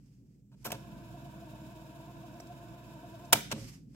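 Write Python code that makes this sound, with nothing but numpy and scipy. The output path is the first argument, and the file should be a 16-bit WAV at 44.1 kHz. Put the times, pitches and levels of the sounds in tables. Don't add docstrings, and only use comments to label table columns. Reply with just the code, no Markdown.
import sys
import numpy as np
from scipy import signal
from scipy.fft import rfft, irfft, next_fast_len
from scipy.io import wavfile
from scipy.ndimage import map_coordinates

SR = 44100
rng = np.random.default_rng(int(sys.argv[2]) if len(sys.argv) > 2 else 0)


def invert_db(level):
    return 10 ** (np.asarray(level, dtype=float) / 20)


def generate_wav(sig):
    pcm = np.round(np.clip(np.atleast_2d(sig).T, -1, 1) * 32767).astype(np.int16)
    wavfile.write(sys.argv[1], SR, pcm)


N = 174195


def unit(x):
    return x / np.sqrt(np.mean(x ** 2) + 1e-20)


def along(points, hz):
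    f, v = np.transpose(points)
    return np.interp(np.log(hz + 1), np.log(f + 1), v)


def curve(rows):
    return np.interp(np.arange(N) / SR, *np.transpose(rows))


def wobble(rate):
    return map_coordinates(rng.standard_normal(400), [np.arange(N) * rate / SR], mode="wrap")


def filtered(x, response):
    m = next_fast_len(N + SR // 2)
    return irfft(rfft(x, m) * response(np.fft.rfftfreq(m, 1 / SR)), m)[..., :N]


def shape(points):
    return lambda hz: invert_db(along(points, hz))


def body(peaks):
    return lambda f: sum(invert_db(db) * 1j * f * w / (c * c - f * f + 1j * f * w) for c, w, db in peaks)


def steep(peaks):
    return lambda f: body(peaks)(f) * np.abs(body(peaks)(f)) ** .5


def burst(s, rise, hold, t60):
    t = np.arange(N) / SR - s
    return np.clip(t / rise, 0, 1) * invert_db(-60 * np.clip(t - rise - hold, 0, 2) / t60)


def struck(events, modes):
    blows = np.zeros(N)
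    for s, db in events:
        blows[round(s * SR)] = invert_db(db)
    ring = lambda f: sum(invert_db(db) * SR / (2 * np.pi) * c / (c * c - f * f + 2.2j * f / t60) for c, db, t60 in modes)
    return filtered(blows, lambda f: ring(f) * (f / (f - 1j * 95)) ** 2)


# (frequency [Hz], likeness [-1 to 1])
LIKENESS = [(60, 0.91), (180, 0.91), (550, 0.74), (1650, -0.38), (4970, 0.18), (15000, -0.068)]
# (frequency [Hz], left minus right [dB])
LEAN = [(60, -5), (180, -1), (550, 2), (1650, 0), (4970, -4), (15000, 1.5)]


def pair(colour, lean=LEAN, alike=LIKENESS):
    turn = lambda hz: np.arccos(np.clip(along(alike, hz), -1, 1)) / 2
    spread = lambda hz: colour(hz) * [np.cos(turn(hz)), np.sin(turn(hz))]
    mid, side = filtered(rng.standard_normal((2, N)), spread)
    tilt = lambda hz: invert_db(np.outer([.5, -.5], along(lean, hz)))
    return unit(filtered(np.array([mid + side, mid - side]), tilt))


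# (time [s], level [dB], rise [s], hold [s], case knock above it [dB])
CONTACTS = [(0.514, -94.5, 0.002, 0.032, 28), (0.643, -45.5, 0.0061, 0.021, 7),
            (0.65, -61, 0.0043, 0.0077, -2), (0.674, -60, .003, 0.015, 9.5),
            (0.701, -55.5, 0.0027, 0.0033, 16.5), (0.7181, -33, 0.00057, 0.0018, -9),
            (0.72, -47, 0.0034, 0.0043, 12), (0.73, -64.5, 0.0041, 0.018, 17.5),
            (3.3251, -26.5, 0.00091, 0.0065, 0), (3.3289, -11.5, 0.00068, 0.0017, -6),
            (3.332, -23.5, 0.0014, 0.0049, -2), (3.35, -45, 0.0025, 0.0039, 16),
            (3.503, -58.5, 0.0026, 0.0063, 11.5), (3.512, -33.5, 0.0041, 0.0098, -5),
            (3.525, -48, 0.0013, 0.0035, 1), (3.942, -86, 0.0028, 0.012, 24.5)]


def contact_strength():
    return sum(invert_db(db) * burst(s, rise, hold, .014) for s, db, rise, hold, knock_db in CONTACTS)


# (frequency [Hz], level per Hz [dB])
LATCH = [(710, -42), (1200, -4.5), (2560, -3), (3950, -5.5), (4860, -10), (5530, -3), (6800, -7.5),
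         (12600, -2), (16000, -11)]
# (frequency [Hz], level per Hz [dB])
SPRING_BACK = [(710, -24), (1200, -3.5), (3430, -5), (4750, -10.5), (5530, -7), (14400, -16),
               (16000, -30.5)]
# (frequency [Hz], gain [dB])
SCRAPE = [(4000, -1), (9000, 6.5), (10500, 2.5), (13000, 10.5), (16000, -4.5)]
# (frequency [Hz], left minus right [dB])
KEY_LEAN = [(60, 1), (180, -3), (550, -0.5), (1650, 0.5), (4970, -5.5), (15000, 1.5)]


def key_snaps(strength):
    caught_s, release_s = .69, 3.45
    sample = np.arange(N)
    grit = invert_db(1.4 * wobble(1100))
    snap = pair(shape(LATCH), KEY_LEAN)
    snap = np.where(sample < caught_s * SR, filtered(snap, shape(SCRAPE)), snap)
    return strength * grit * np.where(sample < release_s * SR, snap, pair(shape(SPRING_BACK)))


# (frequency [Hz], level [dB], t60 [s])
LEVERS = [(1677, -18, 0.26), (3000, 10, 0.061), (3280, -18, 0.26), (5450, -15, 0.12), (7219, -34.5, 0.19),
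          (8500, -24.5, 0.094)]


def lever_ring(strength):
    levers = body([(hz, 2.2 / min(t60, .025), db) for hz, db, t60 in LEVERS])
    return filtered(strength * rng.standard_normal((2, N)), levers) * invert_db(-6)


# (frequency [Hz], width [Hz], level [dB])
CASE = [(213, 17, -9.5), (322.6, 53, 5), (488, 220, -4.5), (560, 17, -10.5), (632, 110, -1), (692, 30, -2),
        (895, 93, -1.5), (994, 240, -11.5), (1351, 120, -9.5), (1497, 71, -8.5)]
# (frequency [Hz], gain [dB])
GAPS = [(730, 1.5), (800, -8.5), (870, 0.5), (1720, -1), (1900, -11), (2150, -6.5), (2300, -1)]


def case_knocks():
    knock_db, t60_s = -3, 0.02
    knock = sum(invert_db(db + k + knock_db) * burst(s + rise, rise, hold, t60_s) for s, db, rise, hold, k in CONTACTS)
    hollow = lambda f: body(CASE[2:])(f) * invert_db(along(GAPS, f) + 1.394 * np.log2(f / 700 + .01))
    return knock * pair(hollow, KEY_LEAN, [(800, 0.77), (2000, 1.0)])


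# (time [s], level [dB])
BLOWS = [(.6515, -45), (.6545, -44), (.658, -46), (.662, -50), (.667, -42), (.676, -46), (.7045, -43),
         (.7195, -45), (.7225, -44), (.7255, -44.5), (2.402, -46), (3.198, -57.5), (3.3255, -32),
         (3.3288, -20.5), (3.331, -31), (3.334, -22.5), (3.35, -35.5), (3.5155, -36.5), (3.519, -50),
         (3.529, -39)]
# (frequency [Hz], level [dB], t60 [s])
PANEL = [(709, 3, .03), (910, -4, .03), (1290, -9, .02), (1573, -8, .025), (1955, -11, .02),
         (2199, -11, .02), (2390, -14, .02), (2762, -14, .025), (5600, -1, .012), (12310, -2, .008)]


def panel_blows():
    return struck(BLOWS, PANEL)


# (time [s], level [dB], length [s])
TICKS = [
    (0.059, -79, .01),
    (0.701, -55, 0.0059),
    (2.339, -68, .004),
    (2.399, -55.5, 0.0077),
    (2.469, -61, 0.0039),
    (3.247, -62.5, 0.0094),
]
# (frequency [Hz], width [Hz], level [dB])
NAIL = [(1000, 600, -11.5), (5480, 1400, 8.5), (7200, 2200, -2)]


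def nail_ticks():
    tick = sum(invert_db(db) * burst(s, .001, length, 0.017) for s, db, length in TICKS)
    return tick * pair(body(NAIL))


# (time [s], level [dB])
THUDS = [(0.667, -42), (.675, -43), (.703, -44), (0.726, -42), (.745, -40.5), (3.331, -41), (3.35, -32.5),
         (3.377, -41.5), (3.527, -37), (3.535, -36), (3.563, -39), (3.582, -39.5), (3.617, -46.5)]
# (frequency [Hz], level [dB], t60 [s])
SHELF = [(121.4, -6, 0.24), (144, -4, 0.15), (184, -6, 0.15), (225, -1.5, 0.14), (299, -3.5, 0.11),
         (400, -8.5, .08), (541, -9.5, 0.18)]


def shelf_thuds():
    return struck(THUDS, SHELF) * invert_db([[-1], [1]]) * 1.0


# (time [s], peak level [dB], sung pitch [Hz], length [s])
SURGES = [(0.826, -72, 696.3, 0.039), (0.867, -49, 692, 0.045), (0.978, -60, 685.5, 0.044),
          (1.132, -44, 692, 0.047), (1.241, -44, 696, 0.046), (1.305, -57, 665, 0.047),
          (1.341, -60, 672, 0.044), (1.412, -46, 685.4, 0.041), (1.515, -46, 670.4, 0.045),
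          (1.617, -56, 640, 0.05), (1.678, -47, 680, 0.048), (1.704, -47, 689.4, 0.048),
          (1.8, -49, 654, 0.048), (1.944, -44, 682.6, 0.047), (2.019, -56, 646, 0.047),
          (2.072, -50, 712, 0.043), (2.138, -64, 678, 0.037), (2.167, -61, 636, 0.045),
          (2.222, -41.5, 700.7, 0.047), (2.291, -62, 633, 0.044), (2.336, -44.5, 701.4, 0.046),
          (2.404, -57, 698.3, 0.05), (2.49, -41.5, 700, 0.045), (2.604, -52, 703, 0.045),
          (2.647, -59, 672.4, 0.043), (2.715, -57, 700.4, 0.052), (2.76, -47.5, 684, 0.048),
          (2.812, -62, 698, 0.047), (2.925, -55, 675.4, 0.044), (3.026, -43.5, 687.7, 0.043),
          (3.124, -47, 671, 0.045), (3.192, -61, 681, 0.045), (3.227, -52, 692, 0.045),
          (3.293, -46.5, 688.5, 0.045)]


def gear_surges():
    t = np.arange(N) / SR
    early_s, sag_hz = 0.0012, 34.98
    arches = [np.sin(np.pi * np.clip((t + early_s - s) / length, 0, 1)) for s, db, hz, length in SURGES]
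    peak_hz = curve([(s + length / 2, hz) for s, db, hz, length in SURGES])
    pitch_hz = peak_hz - sag_hz * (1 - np.clip(sum(arches), 0, 1))
    return pitch_hz, sum(invert_db(row[1]) * arch ** 2 for row, arch in zip(SURGES, arches))


def gear_teeth(pitch_hz):
    mesh_hz, drift, tooth_db, force_db = 331, .03, 4.5, 0.5
    swing = pitch_hz / (2 * mesh_hz) - 1 + drift * wobble(35)
    count = np.floor(np.cumsum(mesh_hz * (1 + swing)) / SR)
    strike_db = tooth_db * rng.standard_normal(N) + force_db * 20 * swing
    teeth = np.diff(count, prepend=0) * invert_db(strike_db)
    tilt = lambda f: invert_db(along(GAPS, f) + 2 * np.log2(f / 700 + .01))
    return unit(filtered(teeth, lambda f: steep(CASE)(f) * tilt(f) / (1 + (f / 1118) ** 20)))


def loose_rattle():
    lift_db = lambda f: 5 / (1 + (1300 / (f + 1)) ** 10)
    return invert_db(-1) * pair(lambda f: steep(CASE)(f) * invert_db(along(GAPS, f) + lift_db(f)))


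# (frequency [Hz], width [Hz], level [dB])
SHELL = [(2607, 50, 3.5), (2696, 230, 5), (3030, 120, 4.5), (3325, 250, -3), (3720, 580, 5.5),
         (4585, 340, -1), (5230, 500, 3), (6300, 360, -6), (6950, 1500, 1), (8320, 1200, -8),
         (10830, 2940, 1), (13500, 4680, -13), (15500, 1200, -27.5)]
# (swings per turn [count], size [dB])
HUB = [(2, .9), (3, .9), (5, .7)]


def tape_hiss():
    t = np.arange(N) / SR
    hub_hz = 6.4
    hub_db = sum(db * np.cos(2 * np.pi * k * hub_hz * t + k + 2.7 * wobble(1.5)) for k, db in HUB)
    rub = pair(lambda f: steep(SHELL)(f) * invert_db(along(GAPS, f)))
    return rub * invert_db(-10 + hub_db + 1.1 * wobble(46))


def running(off_s):
    t = np.arange(N) / SR
    on_s, spin_up_s, stop_s = 0.62, 0.063, 0.0063
    return np.clip((t - on_s) / spin_up_s, 0, 1) * np.clip((off_s + stop_s - t) / stop_s, 0, 1)


# (time [s], level [dB])
EFFORT = [
    (.8, -57.5),
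    (1.2, -56.5),
    (2, -56.5),
    (2.7, -56.5),
    (3.3, -56),
]


def winding():
    pitch_hz, surge = gear_surges()
    mesh = np.pi * np.cumsum(pitch_hz + 8 * wobble(40)) / SR
    sing = invert_db(-5) * surge * np.sin(2 * mesh)
    whine = invert_db(-12 + 4 * wobble(30)) * np.sin(3 * mesh)
    hiss = tape_hiss()
    works = gear_teeth(pitch_hz) + whine + loose_rattle() + 0.39 * hiss
    return sing + invert_db(curve(EFFORT)) * (running(3.327) * works + 0.72 * running(3.305) * hiss)


# (time [s], level [dB])
REACH = [(0, -80.5), (.08, -78), (.25, -87.5), (.35, -81.5), (.46, -100), (.55, -89), (.63, -67),
         (.68, -93), (.7, -120)]
# (time [s], level [dB])
SLIDE = [(3.4, -120), (3.5, -87), (3.58, -56.5), (3.69, -56.5), (3.75, -62), (3.82, -77.5), (3.86, -84),
         (3.92, -75), (3.95, -69)]
# (frequency [Hz], level per Hz [dB])
SKIN = [(410, -18), (700, -3.5), (2050, -2), (2630, -1), (3790, -8), (4990, 2.5), (6830, -2), (12800, -6.5),
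        (16000, -28.5)]


def finger():
    mottle = invert_db(2 * wobble(45))
    return (invert_db(curve(REACH)) + invert_db(curve(SLIDE))) * mottle * pair(shape(SKIN))


# (frequency [Hz], t60 [s])
ECHO = [(300, 0.6), (1000, 0.34), (4000, 0.56), (14000, 0.25)]


def room(x):
    hz, t, z = signal.stft(rng.standard_normal((2, SR // 2)), SR, nperseg=256)
    tail = signal.istft(z * invert_db(-60 * t / along(ECHO, hz)[:, None]), SR, nperseg=256)[1]
    late = np.pad(x, ((0, 0), (200, 0)))
    return signal.fftconvolve(late, tail / np.linalg.norm(tail[0]), axes=1)[:, :N]


# (time [s], level [dB])
OPEN = [
    (0, -55.5),
    (.5, -57.5),
    (.75, -47.5),
    (1.7, -49),
    (3.3, -50.5),
    (3.6, -45),
    (3.95, -54),
]
# (frequency [Hz], level per Hz [dB])
RUMBLE = [(15, -51), (25, -56.5), (43, -15.5), (85, -18.5), (128, -4.5), (168, -7.5), (288, -11),
          (310, -17), (900, -50.5), (1170, -90.5), (1980, -120)]
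# (frequency [Hz], level against the room [dB])
HUM = [(59.2, -13.5), (118.4, -9), (141, -10.5), (199, -13)]
# (frequency [Hz], level per Hz [dB])
FLOOR = [(410, -33), (700, -1), (997, -8.5), (3690, -11), (4670, -15), (4800, -9), (7890, -2.5),
         (9600, -13.5), (12200, -5), (16000, -8.5)]


def room_tone():
    t = np.arange(N) / SR
    hum = 0
    for hz, db in HUM:
        level = invert_db(db + 0.75 * wobble(17)) * np.sqrt(2)
        hum = hum + level * np.sin(2 * np.pi * hz * t + 0.72 * wobble(10.0))
    rumble = invert_db(-5.0 + 2 * wobble(22)) * pair(shape(RUMBLE))
    return invert_db(curve(OPEN)) * (rumble + hum * invert_db([[-1], [1]])) + invert_db(-85) * pair(shape(FLOOR))


def scene():
    strength = contact_strength()
    clicks = key_snaps(strength) + lever_ring(strength) + case_knocks() + panel_blows() + nail_ticks()
    echo = invert_db(-15.5) * room(clicks)
    return clicks + echo + shelf_thuds() + winding() + finger() + room_tone()


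# (frequency [Hz], gain [dB])
MIC = [(1720, 0.5), (2000, 1.5), (2300, 2), (8600, 1), (9400, -4), (10300, -2.5), (15900, 1), (16050, -48)]


def microphone(x):
    lead_s = .00012
    ports = lambda hz: invert_db(along(MIC, hz)) * np.exp(1j * np.pi * np.outer([1, -1], hz) * lead_s)
    return filtered(1.089 * np.tanh(x / 1.114), ports)


def roll_off(x):
    return signal.sosfilt(signal.butter(12, 16890, fs=SR, output="sos"), x)


def record(dry):
    mix = microphone(dry)
    return roll_off(mix)


dry = scene()
out = record(dry)
generate_wav(out)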